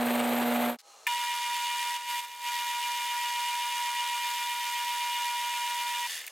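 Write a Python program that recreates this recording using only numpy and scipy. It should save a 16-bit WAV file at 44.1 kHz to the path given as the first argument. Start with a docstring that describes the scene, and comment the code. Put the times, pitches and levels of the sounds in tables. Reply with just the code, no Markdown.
"""Metal lathe turning down a bolt

Two runs, heard close up in a workshop. The first hums and rumbles while the tool squeals on the steel and the
sticking chip chirps once a turn; it fades out. After a quiet moment the power comes on with a clack. The motor
whines, gear tones swell with each turn of the chuck, and knocking gears ring the headstock. With the power off,
the spindle runs down with a few last knocks."""
import sys
import numpy as np
from scipy import signal
from scipy.fft import rfft, irfft
from scipy.io import wavfile
from scipy.ndimage import uniform_filter1d

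SR = 44100
rng = np.random.default_rng(int(sys.argv[2]) if len(sys.argv) > 2 else 0)


def dump(signal):
    """Clip the signal to [-1, 1] and save it as 16-bit WAV at the path in sys.argv[1]."""
    limited = np.clip(np.atleast_2d(signal).T, -1, 1)
    pcm = np.round(limited * 32767).astype(np.int16)
    wavfile.write(sys.argv[1], SR, pcm)


N = 278271
T = np.arange(N) / SR
FREQS = np.maximum(np.arange(N // 2 + 1) * SR / N, 1)
POWER_ON_S, POWER_OFF_S = 1.069, 6.066
FIRST_SPINDLE_HZ, SECOND_SPINDLE_HZ = 21.98, 7.786


def from_db(db):
    """Decibels to gain."""
    return 10 ** (np.asarray(db) / 20)


def unit_rms(x):
    """Scale to rms 1."""
    return x / np.sqrt(np.mean(x ** 2) + 1e-20)


def ramp(start_s, length_s):
    """Linear rise from 0 to 1."""
    return np.clip((T - start_s) / length_s, 0, 1)


def over_time(points):
    """A (seconds, value) curve at every sample."""
    return np.interp(T, *np.transpose(points))


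def over_hz(points):
    """A (Hz, dB) curve at every frequency."""
    hz, db = np.transpose(points)
    return np.interp(np.log(FREQS), np.log(hz), db)


def coloured_noise(colour_db):
    """Noise with the given spectrum, rms 1."""
    return unit_rms(irfft(rfft(rng.standard_normal(N)) * from_db(colour_db), N))


def resonant_noise(hz, half_width_hz):
    """Noise ringing in one steep-sided resonance, rms 1."""
    return coloured_noise(-20 * np.log10(1 + ((FREQS - hz) / half_width_hz) ** 2))


def drift(rate_hz):
    """Random wander, mostly below rate_hz, rms 1."""
    return resonant_noise(0, rate_hz)


def tone(cycles):
    """Sine with a random start phase, rms 1."""
    return np.sqrt(2) * np.sin(2 * np.pi * (cycles + rng.random()))


def stereo_noise(force, colour_db, width):
    """Coloured friction noise under a force envelope, its width varying with frequency, rms 1."""
    mid, side = rfft(force * rng.standard_normal((2, N))) * from_db(colour_db)
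    mid, side = irfft(mid, N), irfft(side * from_db(over_hz(width)), N)
    return unit_rms(np.array([mid + side, mid - side]))


def panned(x, left_db):
    """Mono to stereo, the left louder than the right by left_db."""
    return x * from_db([[left_db / 2], [-left_db / 2]])


# Each row: frequency in Hz, relative level in dB.
AIR_SPECTRUM = [(30, -40), (80, -25), (140, -23), (300, -15.5), (460, -0.5), (800, 0.5), (1000, 1),
                (1250, -2.5), (1500, -8.5), (3600, -8), (4800, -8), (6500, -3.5), (10000, -14),
                (15500, -25)]
# Each row: frequency in Hz, side re mid in dB.
AIR_WIDTH = [(60, -7), (250, -6), (450, -17), (1000, -13), (1300, -14), (1600, -5), (2500, -9), (4500, -30),
             (6300, -26), (8000, -6), (11000, -4), (15000, -14)]
# Each row: frequency in Hz, half-width in Hz, level in dB re the workshop level.
IDLE_RESONANCES = [(818, 7, -9), (1265, 37, -12.5), (2800, 65, -18), (4200, 160, -12)]


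def workshop(idling, powered, floor_db=-76, idle_db=-54, running_db=-60.5):
    """Soft hiss, lower while the motor runs, and the rough resonances of the idling machine."""
    air = from_db(-2.5) * stereo_noise(1, over_hz(AIR_SPECTRUM), AIR_WIDTH)
    idle = sum(from_db(db) * resonant_noise(hz, half_hz) for hz, half_hz, db in IDLE_RESONANCES)
    fade_in = ramp(start_s=0.809, length_s=0.073)
    level = from_db(floor_db) + fade_in * from_db((1 - powered) * idle_db + powered * running_db)
    return level * (air + idling * idle)


# Each row: start in seconds, length in seconds, level in dB.
SCUFFS = [(0.787, 0.02, -52), (0.81, 0.0077, -56)]
# Each row: frequency in Hz, relative level in dB.
SCUFF_SPECTRUM = [(180, -63), (300, -33), (907, -21), (4650, -9), (5300, -15), (5760, -13), (10800, -19),
                  (15500, -25)]
# Shared by scuffs and rattle. Each row: frequency in Hz, side re mid in dB.
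CONTACT_WIDTH = [(40, 2), (300, 0), (800, -15), (1450, -20), (1700, -16), (1950, -6), (2500, -48),
                 (4200, -76), (4600, -15), (4850, -6.5), (6100, -5), (6600, -22.5), (11000, -21),
                 (12200, -43)]


def scuffs():
    """Two short rubs between the runs."""
    rub = sum(from_db(db) * ((T > start) & (T < start + length)) for start, length, db in SCUFFS)
    return uniform_filter1d(rub, size=60) * stereo_noise(1, over_hz(SCUFF_SPECTRUM), CONTACT_WIDTH)


# Each row: start and end in seconds, start and end pitch in Hz, top level in dB.
FALLING_TONES = [(1.095, 1.95, 1253, 1145, -59), (2.2, 2.75, 1040, 985, -61), (2.253, 2.75, 823, 785, -64),
                 (3.7, 4.25, 1080, 1025, -52), (5.1, 6.1, 658, 631, -65)]


def falling_tones(waver_hz=5):
    """Faint tones that swell and fade as their pitch sinks."""
    out = 0
    for start, end, start_hz, end_hz, db in FALLING_TONES:
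        progress = ramp(start, end - start)
        hz = start_hz + (end_hz - start_hz) * progress + waver_hz * drift(40)
        out += from_db(db) * np.sin(np.pi * progress) * tone(np.cumsum(hz) / SR)
    return out


# Each row: frequency in Hz, relative level in dB.
RUMBLE_SPECTRUM = [(30, -31), (85, -28), (135, -14), (200, -14.5), (300, -10), (480, -1), (850, 0.5),
                   (1020, -3.5), (2200, -6.5), (4100, -14), (5300, -25.5), (8300, -18.5), (11300, -21.5),
                   (15500, -27)]
# Each row: frequency in Hz, side re mid in dB.
RUMBLE_WIDTH = [(60, 1), (110, -11), (200, -10), (380, -4), (700, -19.5), (1290, -9.5), (2380, -10),
                (4400, -30), (8120, -56), (15000, -33)]


def rumble(turns, gain_db=-33, throb=0.16, grain_db=1.3):
    """Rough noise that throbs with the spindle."""
    force = (1 + throb * np.cos(2 * np.pi * turns)) * from_db(grain_db * drift(110))
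    return from_db(gain_db) * stereo_noise(force, over_hz(RUMBLE_SPECTRUM), RUMBLE_WIDTH)


# Each row: frequency in Hz, level in dB.
HUM_LINES = [(131.5, -64.5), (240, -31), (299, -57), (358.5, -57), (478.9, -43.5), (537.5, -48),
             (596.8, -40.5), (656, -54), (719.7, -37.5), (777.7, -49), (834.3, -54), (877.7, -48),
             (960, -52), (1140.8, -53.5)]


def motor_hum(low_waver_db=0.285, high_waver_db=1.9):
    """The motor hums: nearly steady low lines, wavering upper ones."""
    hum = 0
    for hz, db in HUM_LINES:
        waver_db = low_waver_db if hz < 300 else high_waver_db
        hum += from_db(db + waver_db * drift(6.4)) * tone(hz * T)
    return panned(hum, left_db=-1.5)


# Each row: frequency in Hz, half-width in Hz, level in dB, flutter in dB.
SQUEALS = [(12450, 170, -47, 2.5), (13730, 230, -49.5, 2.5)]


def tool_squeal():
    """The tool squeals on the steel in thin, fluttering bands."""
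    return sum(from_db(db) * unit_rms(resonant_noise(hz, half_hz) * from_db(flutter_db * drift(35)))
               for hz, half_hz, db, flutter_db in SQUEALS)


def chip_chirps(turns, hz=8420, waver_hz=120, sigma_s=0.0025, strong_db=-41.5, faint_db=-53, ease_s=0.27):
    """Once a turn the chip sticks and chirps, strongly at first, then faintly."""
    nearest = np.round(turns)
    scatter_db = 3 * np.clip(rng.standard_normal(N), -2, 2)[nearest.astype(int)]
    level = from_db(np.where(T < ease_s, strong_db, faint_db) + scatter_db)
    offset_s = (turns - nearest) / FIRST_SPINDLE_HZ
    blip = np.exp(-(offset_s / sigma_s) ** 2 / 2)
    return level * blip * tone(np.cumsum(hz + waver_hz * drift(400)) / SR)


def first_run(gain_db=0.5, first_chirp_s=0.018):
    """The machine and the cut hold their level, then fade out."""
    turns = FIRST_SPINDLE_HZ * (T - first_chirp_s)
    fade = (1 - ramp(start_s=0.68, length_s=0.091)) ** 1.15
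    return from_db(gain_db) * fade * (rumble(turns) + motor_hum() + tool_squeal() + chip_chirps(turns))


# Each row: start in seconds, level in dB, decay in dB per second.
SIZZLES = [(2.03, -48.5, 9), (4.16, -53, 3)]


def chip_sizzle(force, hz=13050, half_width_hz=950, attack_s=0.06):
    """A chip catches on the tool and hisses in step with the gear knocks, dying away."""
    level = sum(ramp(start, attack_s) * from_db(db - decay * np.maximum(T - start, 0))
                for start, db, decay in SIZZLES)
    return level * unit_rms(resonant_noise(hz, half_width_hz) * force)


# Each row: time in seconds, clack level in dB, crack level in dB.
KNOCKS = [(1.0667, -22, -49.5), (1.0684, -21.5, -28), (1.0729, -20.5, -36), (6.191, -43, -48),
          (6.213, -37, -41), (6.241, -37, -44), (6.266, -54, -33), (6.275, -35, -60),
          (6.2781, -32, -36.5)]
# Each row: frequency in Hz, gain in dB, T60 in seconds.
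CLACK_MODES = [(1800, -5, 0.037), (1964, -5, 0.016), (2110, -2, 0.029), (2420, -4.5, 0.019),
               (2770, -6, .018), (3540, -15, .018)]


def clacks(crack_t60_s=0.025, crack_low_hz=4500, body_low_hz=1400, spread_s=0.00062):
    """A clack as the power switches on, and the last knocks as the spindle runs down: each cracks brightly and
    rings short modes, slightly staggered."""
    clicks, crack = np.zeros(N) + 1e-18, np.zeros(N)
    for start, clack_db, crack_db in KNOCKS:
        clicks[round(start * SR)] = from_db(clack_db)
        crack += (T >= start) * from_db(crack_db - 60 * np.clip((T - start) / crack_t60_s, 0, 2))
    out = crack * coloured_noise(-10 * np.log10(1 + (crack_low_hz / FREQS) ** 4))
    for hz, db, t60_s in CLACK_MODES:
        radius, angle = np.exp(-np.log(1000) / (t60_s * SR)), 2 * np.pi * hz / SR
        feedback = [1, -2 * radius * np.cos(angle), radius ** 2]
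        arriving = np.roll(clicks, int(rng.random() * spread_s * SR))
        out += from_db(db) * signal.lfilter([0, np.sin(angle)], feedback, arriving)
    # small stiff parts radiate no bass
    return signal.sosfilt(signal.butter(4, body_low_hz, "high", fs=SR, output="sos"), out)


# Each row: mesh harmonic, level in dB, swell depth 0-1, place of the swell in the turn 0-1.
MESH_HARMONICS = [(5, -55.5, 0.8, 0.42), (6, -49.5, 0.82, 0.49), (7, -55, 1, 0.56), (8, -46, 0.8, .01),
                  (9, -46, 0.23, 0.13), (10, -41, 0.18, 0.23), (11, -49.5, 0.8, 0.13), (12, -50, 1, 0.28),
                  (13, -47, 0.6, 0.1), (14, -50.5, .25, 0), (15, -48.5, 0.05, 1), (16, -56, 0, 0.1),
                  (17, -62, .1, .1)]


def gear_tones(turns, mesh_hz=238.9, gain_db=-3.5, runout_cycles=0.0095, waver_db=1.4):
    """Tooth mesh harmonics; a slightly eccentric wheel bends and swells them once a turn."""
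    mesh_cycles = mesh_hz * T + runout_cycles * np.sin(2 * np.pi * turns) + 0.0055 * drift(4.2)
    out = 0
    for harmonic, db, depth, place in MESH_HARMONICS:
        swell = unit_rms(1 + depth * np.cos(2 * np.pi * (turns - place)))
        level = from_db(gain_db + db + waver_db * drift(35))
        out += level * swell * tone(harmonic * mesh_cycles + 0.052 * drift(25))
    return panned(out, left_db=0.17)


def gear_force(turns, speed, knock_hz=88.1, decay_s=0.0028, uneven_db=1.3, grain_db=1.0):
    """Contact force: quick uneven knocks, each a burst of grit, over steady rubbing."""
    rate_hz = knock_hz * speed
    cycles = np.cumsum(rate_hz) / SR + 0.03 * drift(15)
    cycles -= cycles.min()
    strength = from_db(uneven_db * np.clip(rng.standard_normal(N), -2, 2))[cycles.astype(int)]
    knocks = 0.99 * strength * np.exp(-(cycles % 1) / rate_hz / decay_s)
    ripple = 1 + 0.075 * np.cos(8 * np.pi * cycles)   # four lesser contacts per knock
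    swell = 1 + 0.016 * np.cos(2 * np.pi * turns)
    grit = from_db(grain_db * drift(900) + 0.39 * drift(22))
    return (1 + knocks) * ripple * swell * grit


# Each row: frequency in Hz, relative level in dB.
RATTLE_SPECTRUM = [(30, -28.5), (130, -29), (330, -24.5), (560, -18), (900, -11), (1200, -9.5), (1800, -1),
                   (3400, 1), (4200, -1.5), (7000, -3.5), (10300, -7.5), (11300, -9.5), (13500, -8.5),
                   (15800, -14)]
# Each row: frequency in Hz, width in Hz, lift under power in dB.
HEADSTOCK_MODES = [(1764, 82, 6), (1964, 133, 6), (2280, 74, -1.5), (2880, 220, 4), (3230, 33, 5),
                   (3505, 134, 6.5), (4270, 95, -3.5), (4530, 170, 5), (5800, 110, -3), (6500, 94, 5),
                   (7260, 160, 4.5), (7720, 180, -3.5), (8150, 130, 1), (8480, 160, 7), (9650, 270, -1),
                   (9980, 190, 6), (10510, 120, 6.5)]


def gear_rattle(force, powered, gain_db=-37.5, coast_ring=1.36):
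    """The knocking rings the headstock and chuck; unloaded gears ring more freely."""
    lift_db = sum(db / (1 + (2 * (FREQS - hz) / width_hz) ** 2) for hz, width_hz, db in HEADSTOCK_MODES)
    driven = stereo_noise(force, over_hz(RATTLE_SPECTRUM) + lift_db, CONTACT_WIDTH)
    coasting = stereo_noise(force, over_hz(RATTLE_SPECTRUM) + coast_ring * lift_db, CONTACT_WIDTH)
    rattle = np.sqrt(powered) * driven + np.sqrt(1 - powered) * coasting
    return from_db(gain_db) * panned(rattle, left_db=0.096)


# Each row: multiple of the whine pitch, relative level in dB, waver in dB, left minus right in dB.
WHINE_LINES = [(.547, -39, 4, -5), (1, 2.5, 0.76, -1.5), (1.38, -28, 1.5, 0), (2, -16.5, 3.5, 4),
               (2.5, -17.5, 3.5, 2.8), (3, -8, 2, 0.5), (3.25, -22, -5, -2.5), (3.75, -25.5, 5, -1),
               (4, -19.5, -1.5, -1), (14.88, -38, 2, 0)]
# Each row: time in seconds, gain in dB.
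WHINE_SWELL = [(1.2, 0.5), (2.8, -.3), (3.5, 1), (4.0, .7), (4.6, -1.1), (5.2, 1), (6.06, -.5)]


def motor_whine(hz=960.2, gain_db=-37, surge_db=3.5, surge_s=1.12, surge_sigma_s=0.024):
    """Magnetic whine with wavering side tones, surging as the motor brings the chuck up to speed."""
    lines = sum(panned(from_db(db + waver_db * drift(22.4)) * tone(multiple * hz * T), left_db)
                for multiple, db, waver_db, left_db in WHINE_LINES)
    surge = np.exp(-((T - surge_s) / surge_sigma_s) ** 2 / 2)
    return from_db(gain_db + surge_db * surge + over_time(WHINE_SWELL)) * lines


# Each row: time in seconds, share of full spindle speed.
COAST_SPEED = [(6.07, 1), (6.16, .95), (6.31, .58)]
# Each row: start in seconds, end in seconds, depth in dB.
LEVEL_DIPS = [(1.967, 2.056, 6.5), (2.198, 2.425, 6.5), (2.249, 2.38, 4.5)]


def second_run(started, powered, loose_db=3, loss_db_per_halving=26, dip_fall_s=0.013, dip_rise_s=0.045):
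    """The drive runs while the level dips briefly twice; unpowered, the gears rattle loose and quieten as they
    slow."""
    speed = over_time(COAST_SPEED)
    turns = SECOND_SPINDLE_HZ * T - np.interp(T, [2.0, 2.4], [0.11, 0])   # the once-a-turn pattern slips back in the dips
    drive = powered * (motor_whine() + gear_tones(turns))
    force = gear_force(turns, speed)
    run_down = from_db(ramp(POWER_OFF_S, 0.04) * (loose_db + loss_db_per_halving * np.log2(speed)))
    rattling = started * run_down * (gear_rattle(force, powered) + chip_sizzle(force))
    dip_db = sum(db * (ramp(start, dip_fall_s) - ramp(end, dip_rise_s)) for start, end, db in LEVEL_DIPS)
    return from_db(-dip_db) * (drive + rattling)


def scene():
    """Two runs of the lathe over the quiet workshop."""
    started = ramp(POWER_ON_S, 0.004)
    powered = started * (1 - ramp(POWER_OFF_S, 0.007))
    return (first_run() + workshop(1 - started, powered) + scuffs() + falling_tones()
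            + clacks() + second_run(started, powered))


def record(dry, cutoff_hz=15950):
    """Steep low-pass on the top treble."""
    return signal.sosfilt(signal.ellip(12, 0.1, 80, cutoff_hz, fs=SR, output="sos"), dry)


dry = scene()
out = record(dry)
dump(out)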